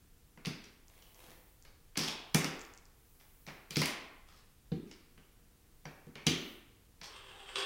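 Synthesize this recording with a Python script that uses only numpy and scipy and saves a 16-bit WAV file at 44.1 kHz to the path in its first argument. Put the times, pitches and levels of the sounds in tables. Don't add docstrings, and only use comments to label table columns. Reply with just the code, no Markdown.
import sys
import numpy as np
from scipy import signal
from scipy.fft import rfft, irfft, next_fast_len
from scipy.io import wavfile
from scipy.ndimage import map_coordinates

SR = 44100
rng = np.random.default_rng(int(sys.argv[2]) if len(sys.argv) > 2 else 0)


def file_out(sig):
    cols = np.atleast_2d(sig).T
    lim = np.clip(cols, -1, 1)
    pcm = np.round(lim * 32767).astype(np.int16)
    wavfile.write(sys.argv[1], SR, pcm)


N = 337541

# start in seconds, clack level in dB, board thud level in dB,
# wood knock level in dB, metal snap level in dB, centre of the clack's resonance in Hz.
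CONTACTS = [(0.3742, -61.5, -57.5, -58.5, -84, 2080), (.450, -41.5, -69, -50, -71, 2000),
            (.457, -36, -87, -62, -53, 4900), (.468, -48, -38.5, -52, -52, 3300),
            (1.283, -80, -62, -63.5, -80, 1100), (1.650, -58, -78, -61.5, -68, 4670),
            (1.956, -44, -74, -52, -85, 2390), (1.971, -32, -50, -46, -54, 5700),
            (1.9746, -30.5, -37.5, -42.5, -36.5, 5400), (2.078, -36.5, -49.5, -56, -51, 3440),
            (2.3456, -24, -28.5, -33, -30.5, 6100), (2.444, -35.5, -41, -41.5, -45.5, 5330),
            (3.475, -53, -52.5, -54.5, -70, 2200), (3.484, -48.5, -64, -50.5, -70, 2220),
            (3.707, -40.5, -54.5, -55, -49.5, 4400), (3.758, -30.5, -67, -47, -60, 5100),
            (3.768, -31.5, -31.5, -42.5, -41, 4960), (3.8165, -29.5, -41.5, -35, -39.5, 1960),
            (3.857, -34, -53, -58, -39.5, 1900), (4.718, -50.5, -35, -57.5, -88, 3940),
            (4.912, -50, -87, -60, -78, 5130), (5.177, -63, -62.5, -64, -77, 2960),
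            (5.854, -48.5, -51.5, -47, -71, 5760), (6.068, -70, -52.5, -66.5, -75, 2000),
            (6.1547, -46, -56.5, -52, -65, 2350), (6.2671, -23.5, -29, -40, -37, 6300),
            (6.2717, -24, -39, -41.5, -53, 3420), (7.014, -46, -61.5, -54, -67, 4900),
            (7.557, -34.5, -66, -53, -70, 3540)]
# start in seconds, level in dB.
SHOE_TICKS = [(0.644, -47), (.8825, -47.5), (1.023, -52), (1.146, -49.5), (1.6249, -47.5), (2.4445, -30),
              (2.550, -52), (2.594, -40), (2.609, -41), (2.615, -38), (2.651, -43.5), (2.738, -43.5),
              (2.7762, -42.5), (2.855, -49), (4.914, -43.5)]
# start in seconds, length in seconds, level in dB, resonance in Hz.
SKIDS = [(0.64, 0.0089, -54.5, 4850), (1.023, 0.0096, -59.5, 3000), (1.978, 0.1, -40, 5160),
         (2.076, 0.017, -38, 3400), (3.199, 0.018, -60, 1930), (3.463, 0.027, -52.5, 1900),
         (3.775, 0.089, -43, 5000), (4.268, 0.14, -65.5, 1150), (4.869, 0.055, -63, 2200),
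         (7.03, 0.034, -48, 5230), (7.558, 0.064, -44.5, 4660)]
# start in seconds, length in seconds, level in dB.
SOLE_TURNS = [(.86, 0.25, -62.5), (1.1, 0.25, -59)]
# start in seconds, length in seconds, level in dB.
SQUEAKS = [(7.32, .1, -58)]
# start in seconds, length in seconds, level in dB.
HISS_SWELLS = [(.78, 0.91, -61), (2.45, 0.32, -65), (2.85, 0.95, -63), (3.7, 0.19, -50), (5.65, .55, -70),
               (6.3, 0.34, -57.5)]

# nominal frequency in Hz, level in dB, 60 dB decay time in seconds.
PLATE_MODES = [(2020, -8, 0.37), (2150, 8.5, 0.097), (2377, 6, 0.24), (2750, -2, 0.23), (2954, 9, 0.16),
               (3370, -2.5, 0.4), (3600, -17, 0.2), (4710, 10, 0.17), (4920, -13, 0.36), (4980, -2, 0.083),
               (5970, -16, 0.11)]
# nominal frequency in Hz, level in dB, 60 dB decay time in seconds.
BOARD_MODES = [(83.9, -13, 0.29), (130, -8.5, 0.043), (155.5, 0, 0.23), (181, 0, 0.082), (278, -5, 0.086),
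               (338, -25, 0.1), (473.6, -11, 0.16), (765, -25.5, 0.17)]
# frequency in Hz, 60 dB decay time in seconds.
ROOM_DECAY = [(90, 0.21), (200, 0.36), (400, 0.78), (900, 0.92), (2000, 0.78), (3500, 0.66), (5500, 0.46),
              (8000, 0.37), (15000, 0.29)]

# frequency in Hz, level in dB per Hz.
KNOCK_SPECTRUM = [(200, -32.5), (420, 2), (620, -3), (950, -2), (1250, -2), (1800, -3), (2600, -9.5),
                  (6000, -69)]
CLACK_SPECTRUM = [(600, -49.5), (1500, -27), (2150, 1), (3300, 1.5), (4300, -1), (6000, -4.5), (7500, -16),
                  (12000, -41)]
SNAP_SPECTRUM = [(3000, -47), (6000, -2), (7800, -3), (10500, -3), (13000, -10.5), (15000, -7),
                 (16000, -15)]
BOOM_SPECTRUM = [(70, -29.5), (115, -10), (150, 2.5), (280, -1), (400, -9), (490, -23), (620, -36),
                 (1500, -61)]
TICK_SPECTRUM = [(1000, -34), (3200, -16), (4600, -1), (7500, 0), (9000, -14), (12000, -28)]
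SKID_SPECTRUM = [(150, -21), (400, 0.5), (1100, 1.5), (1600, -1.5), (2500, 2), (5500, 2), (7500, -6.5),
                 (10500, -12), (15500, -17)]
DRAG_SPECTRUM = [(200, -21), (400, 8), (600, -3.5), (1100, 5), (1600, 3), (2300, -2.5), (2750, 4.5),
                 (3100, 7.5), (3600, 3), (4100, -8), (4700, -6.5), (6500, -15), (8500, -5.5), (11000, -26),
                 (15000, -50)]
SWIVEL_SPECTRUM = [(150, -31), (250, 0.5), (1010, -0.5), (1370, -9), (2050, -2.5), (7260, -12),
                   (12000, -10), (15600, -26), (22000, -120)]
AIR_SPECTRUM = [(12, -27), (20, 1), (53, -7.5), (163, -16.5), (187, -18.5), (328, -22), (434, -26.5),
                (472, -19.5), (513, -30), (718, -31), (4810, -36), (13900, -36), (16000, -35.5)]
HISS_SPECTRUM = [(3000, -16), (8000, -2), (11000, 3.5), (15500, 7.5)]

AIR_DB = -62.5
TOP_HZ = 15900
RESLIP_S, RESLIP_DB = 0.011, -9
DRAG_START_S, DRAG_DB, DRAG_RISE_S = 7.02, -60.5, 0.019
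SPEED_UP_S, SPEED_UP_DB_PER_S = 7.37, 38.5
FLICK_S, FLICK_DB, LIFT_S, LIFT_DB_PER_S = 7.555, 10.5, 7.61, 400


def taps(clack_gain_db=-3, knock_gain_db=2, snap_gain_db=1, steel_db=-17, wet_db=0, lead_s=0.0031, lead_db=-19):
    out = np.zeros(N)
    for s, clack_db, _, knock_db, snap_db, ring_hz in CONTACTS:
        tail = amp(wet_db) * room_tail()
        clack = burst(CLACK_SPECTRUM, 0.0021, tail, ring_hz=ring_hz, ring_db=10)
        clack *= amp(clack_db + clack_gain_db)
        knock = amp(knock_db + knock_gain_db) * burst(KNOCK_SPECTRUM, 0.0054, tail, rise_s=0.00015)
        snap = amp(snap_db + snap_gain_db) * burst(SNAP_SPECTRUM, 0.00092, tail)
        add(out, s, clack + knock + snap)
        steel = ringing(PLATE_MODES, scatter_db=6.5, detune=0.002, attack_s=0.00087)
        add(out, s, amp(clack_db + steel_db) * steel)
        add(out, s - lead_s, amp(lead_db) * clack)
    return out


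def burst(spectrum, life_s, tail, ring_hz=1000, ring_db=0, rise_s=0.00066):
    t = np.arange(SR // 20) / SR
    rattle = rng.choice([-1, 1], len(t)) * np.exp(-t / life_s) * (1 - np.exp(-t / rise_s))
    rattle /= np.linalg.norm(rattle)
    room_from_blow = .95 * tail
    room_from_rattle = .3 * signal.fftconvolve(tail, rattle)[:len(tail)]
    sound = room_from_blow + room_from_rattle
    add(sound, 0, rattle)
    direct = colour(rattle, spectrum, ring_hz, ring_db)
    return colour(sound, spectrum, ring_hz, ring_db) * np.sqrt(SR / 200) / np.linalg.norm(direct)


def thuds(gain_db=-1, wet_db=4, low_hz=100):
    out = np.zeros(N)
    for s, _, thud_db, *_ in CONTACTS:
        boards = ringing(BOARD_MODES, scatter_db=2.5, detune=.015, attack_s=0.0017)
        boom = colour(room_tail(), BOOM_SPECTRUM)
        boom *= amp(wet_db) / np.linalg.norm(boom) * np.linalg.norm(boards) / 2
        add(boom, 0, boards)
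        add(out, s, amp(thud_db + gain_db) * boom)
    bass_cut = signal.butter(3, low_hz, "high", fs=SR, output="sos")
    return signal.sosfilt(bass_cut, out)


def ticks(gain_db=10, wet_db=-9, ring_hz=6200):
    out = np.zeros(N)
    slip = signal.unit_impulse(SR // 50)
    variations = rng.standard_normal((len(SHOE_TICKS), 2))
    for (s, db), (shift, wait) in zip(SHOE_TICKS, variations):
        tick = colour(slip, TICK_SPECTRUM, ring_hz * np.exp(.1 * shift), ring_db=6)
        tick *= amp(db + gain_db) / np.linalg.norm(tick)
        add(out, s, tick)
        add(out, s + RESLIP_S * np.exp(0.34 * wait), amp(RESLIP_DB) * tick)
    return in_room(out, wet_db)[:N]


def scuffs(wet_db=1, ring_db=7, rise_share=0.08):
    out = np.zeros(N)
    for s, length, db, ring_hz in SKIDS:
        progress = np.linspace(0, 1, int(length * SR))
        grit = friction(len(progress), rough_db=8.5)
        skid = unit(colour(grit, SKID_SPECTRUM, ring_hz, ring_db))
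        envelope = np.sqrt(1 - progress) * np.minimum(progress / rise_share, 1)
        add(out, s, amp(db) * skid * envelope)
    return in_room(out, wet_db)[:N]


def dragged_plate(judder_db=2, steel_db=-13, chatter_db=1.0):
    rub = unit(colour(friction(N, rough_db=4.0), DRAG_SPECTRUM))
    plate = ringing(PLATE_MODES, scatter_db=6, detune=0.0011, attack_s=0.00083)
    steel = unit(signal.fftconvolve(rub, plate)[:N])
    judder = amp(judder_db * wobble(25))
    chatter = amp(steel_db + chatter_db * wobble(18))
    return judder * drag_gain() * (rub + chatter * steel)


def drag_gain():
    t = np.arange(N) / SR
    db = DRAG_DB + SPEED_UP_DB_PER_S * np.maximum(t - SPEED_UP_S, 0)
    db += FLICK_DB * (t > FLICK_S)
    db -= LIFT_DB_PER_S * np.maximum(t - LIFT_S, 0)
    return amp(db) * np.clip((t - DRAG_START_S) / DRAG_RISE_S, 0, 1)


def squeak(centre_hz=790):
    hz = centre_hz * (1 + 0.0307 * wobble(120))
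    return swells(SQUEAKS) * np.sin(2 * np.pi * np.cumsum(hz) / SR)


def swivel(gain_db=-5):
    rustle = unit(colour(friction(N, rough_db=8.0), SWIVEL_SPECTRUM))
    return amp(gain_db) * swells(SOLE_TURNS) * rustle


def slides(wet_db=0):
    return in_room(dragged_plate() + squeak() + swivel(), wet_db)[:N]


def room_tail(build_s=0.0039, wall_db=-22, count=8):
    hz, t, z = signal.stft(rng.standard_normal(SR), SR, nperseg=256)
    fade = amp(-60 * t / along(ROOM_DECAY, hz)[:, None]) * (1 - np.exp(-t / build_s))
    tail = signal.istft(z * fade, SR, nperseg=256)[1]
    tail /= np.linalg.norm(tail)
    echoes = (rng.uniform(.005, .04, count) * SR).astype(int)
    tail[echoes] += amp(wall_db)
    return tail


def in_room(x, wet_db):
    response = amp(wet_db) * room_tail()
    response[0] += 1
    return signal.fftconvolve(x, response)


def ringing(table, scatter_db, detune, attack_s):
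    t = np.arange(SR // 2) / SR
    hz, db, t60 = np.transpose(table)[:, :, None]
    strength, shift = rng.standard_normal((2, len(table), 1))
    decay = amp(db + scatter_db * strength - 60 * t / t60)
    modes = decay * np.sin(2 * np.pi * hz * (1 + detune * shift) * t)
    ring = modes.sum(0) * (1 - np.exp(-t / attack_s))
    return ring / np.std(ring[:SR // 25])


def friction(size, rough_db):
    knots = rng.standard_normal(size // 100 + 4)
    grain = map_coordinates(knots, [np.arange(size) / 100], order=1)
    return rng.standard_normal(size) * amp(rough_db * grain)


def colour(x, spectrum, ring_hz=1000, ring_db=0, ring_width=0.14, size=8192):
    hz = np.fft.rfftfreq(size, 1 / SR)
    resonance = ring_db / (1 + (np.log((hz + 1) / ring_hz) / ring_width) ** 2)
    db = along(spectrum, hz) + resonance
    cepstrum = irfft(np.log(amp(db)))
    cepstrum[1:size // 2] *= 2
    cepstrum[size // 2 + 1:] = 0
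    response = irfft(np.exp(rfft(cepstrum)))
    return signal.fftconvolve(x, response)[:len(x)]


def wobble(rate):
    knots = rng.standard_normal(int(N * rate / SR) + 4)
    return map_coordinates(knots, [np.arange(N) * rate / SR])


def swells(rows):
    t = np.arange(N) / SR
    return sum(amp(db) * np.sin(np.pi * np.clip((t - s) / length, 0, 1)) for s, length, db in rows)


def amp(db):
    return 10 ** (np.asarray(db) / 20)


def unit(x):
    return x / np.sqrt(np.mean(x ** 2) + 1e-20)


def along(points, hz):
    f, v = np.transpose(points)
    return np.interp(np.log(hz + 1), np.log(f), v)


def add(track, s, x):
    part = track[max(round(s * SR), 0):][:len(x)]
    part += x[:len(part)]


def background(hiss_db=-3):
    air = amp(AIR_DB) * unit(colour(rng.standard_normal(N), AIR_SPECTRUM))
    hiss = unit(colour(rng.standard_normal(N), HISS_SPECTRUM))
    return air + amp(hiss_db) * swells(HISS_SWELLS) * hiss


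def scene():
    steps = taps() + thuds() + ticks()
    rubbing = scuffs() + slides()
    return (steps + rubbing + background())[None]


def record(dry):
    size = next_fast_len(N + SR // 2)
    kept = np.fft.rfftfreq(size, 1 / SR) < TOP_HZ
    return irfft(rfft(dry, size) * kept, size)[:, :N]


dry = scene()
out = record(dry)
file_out(out)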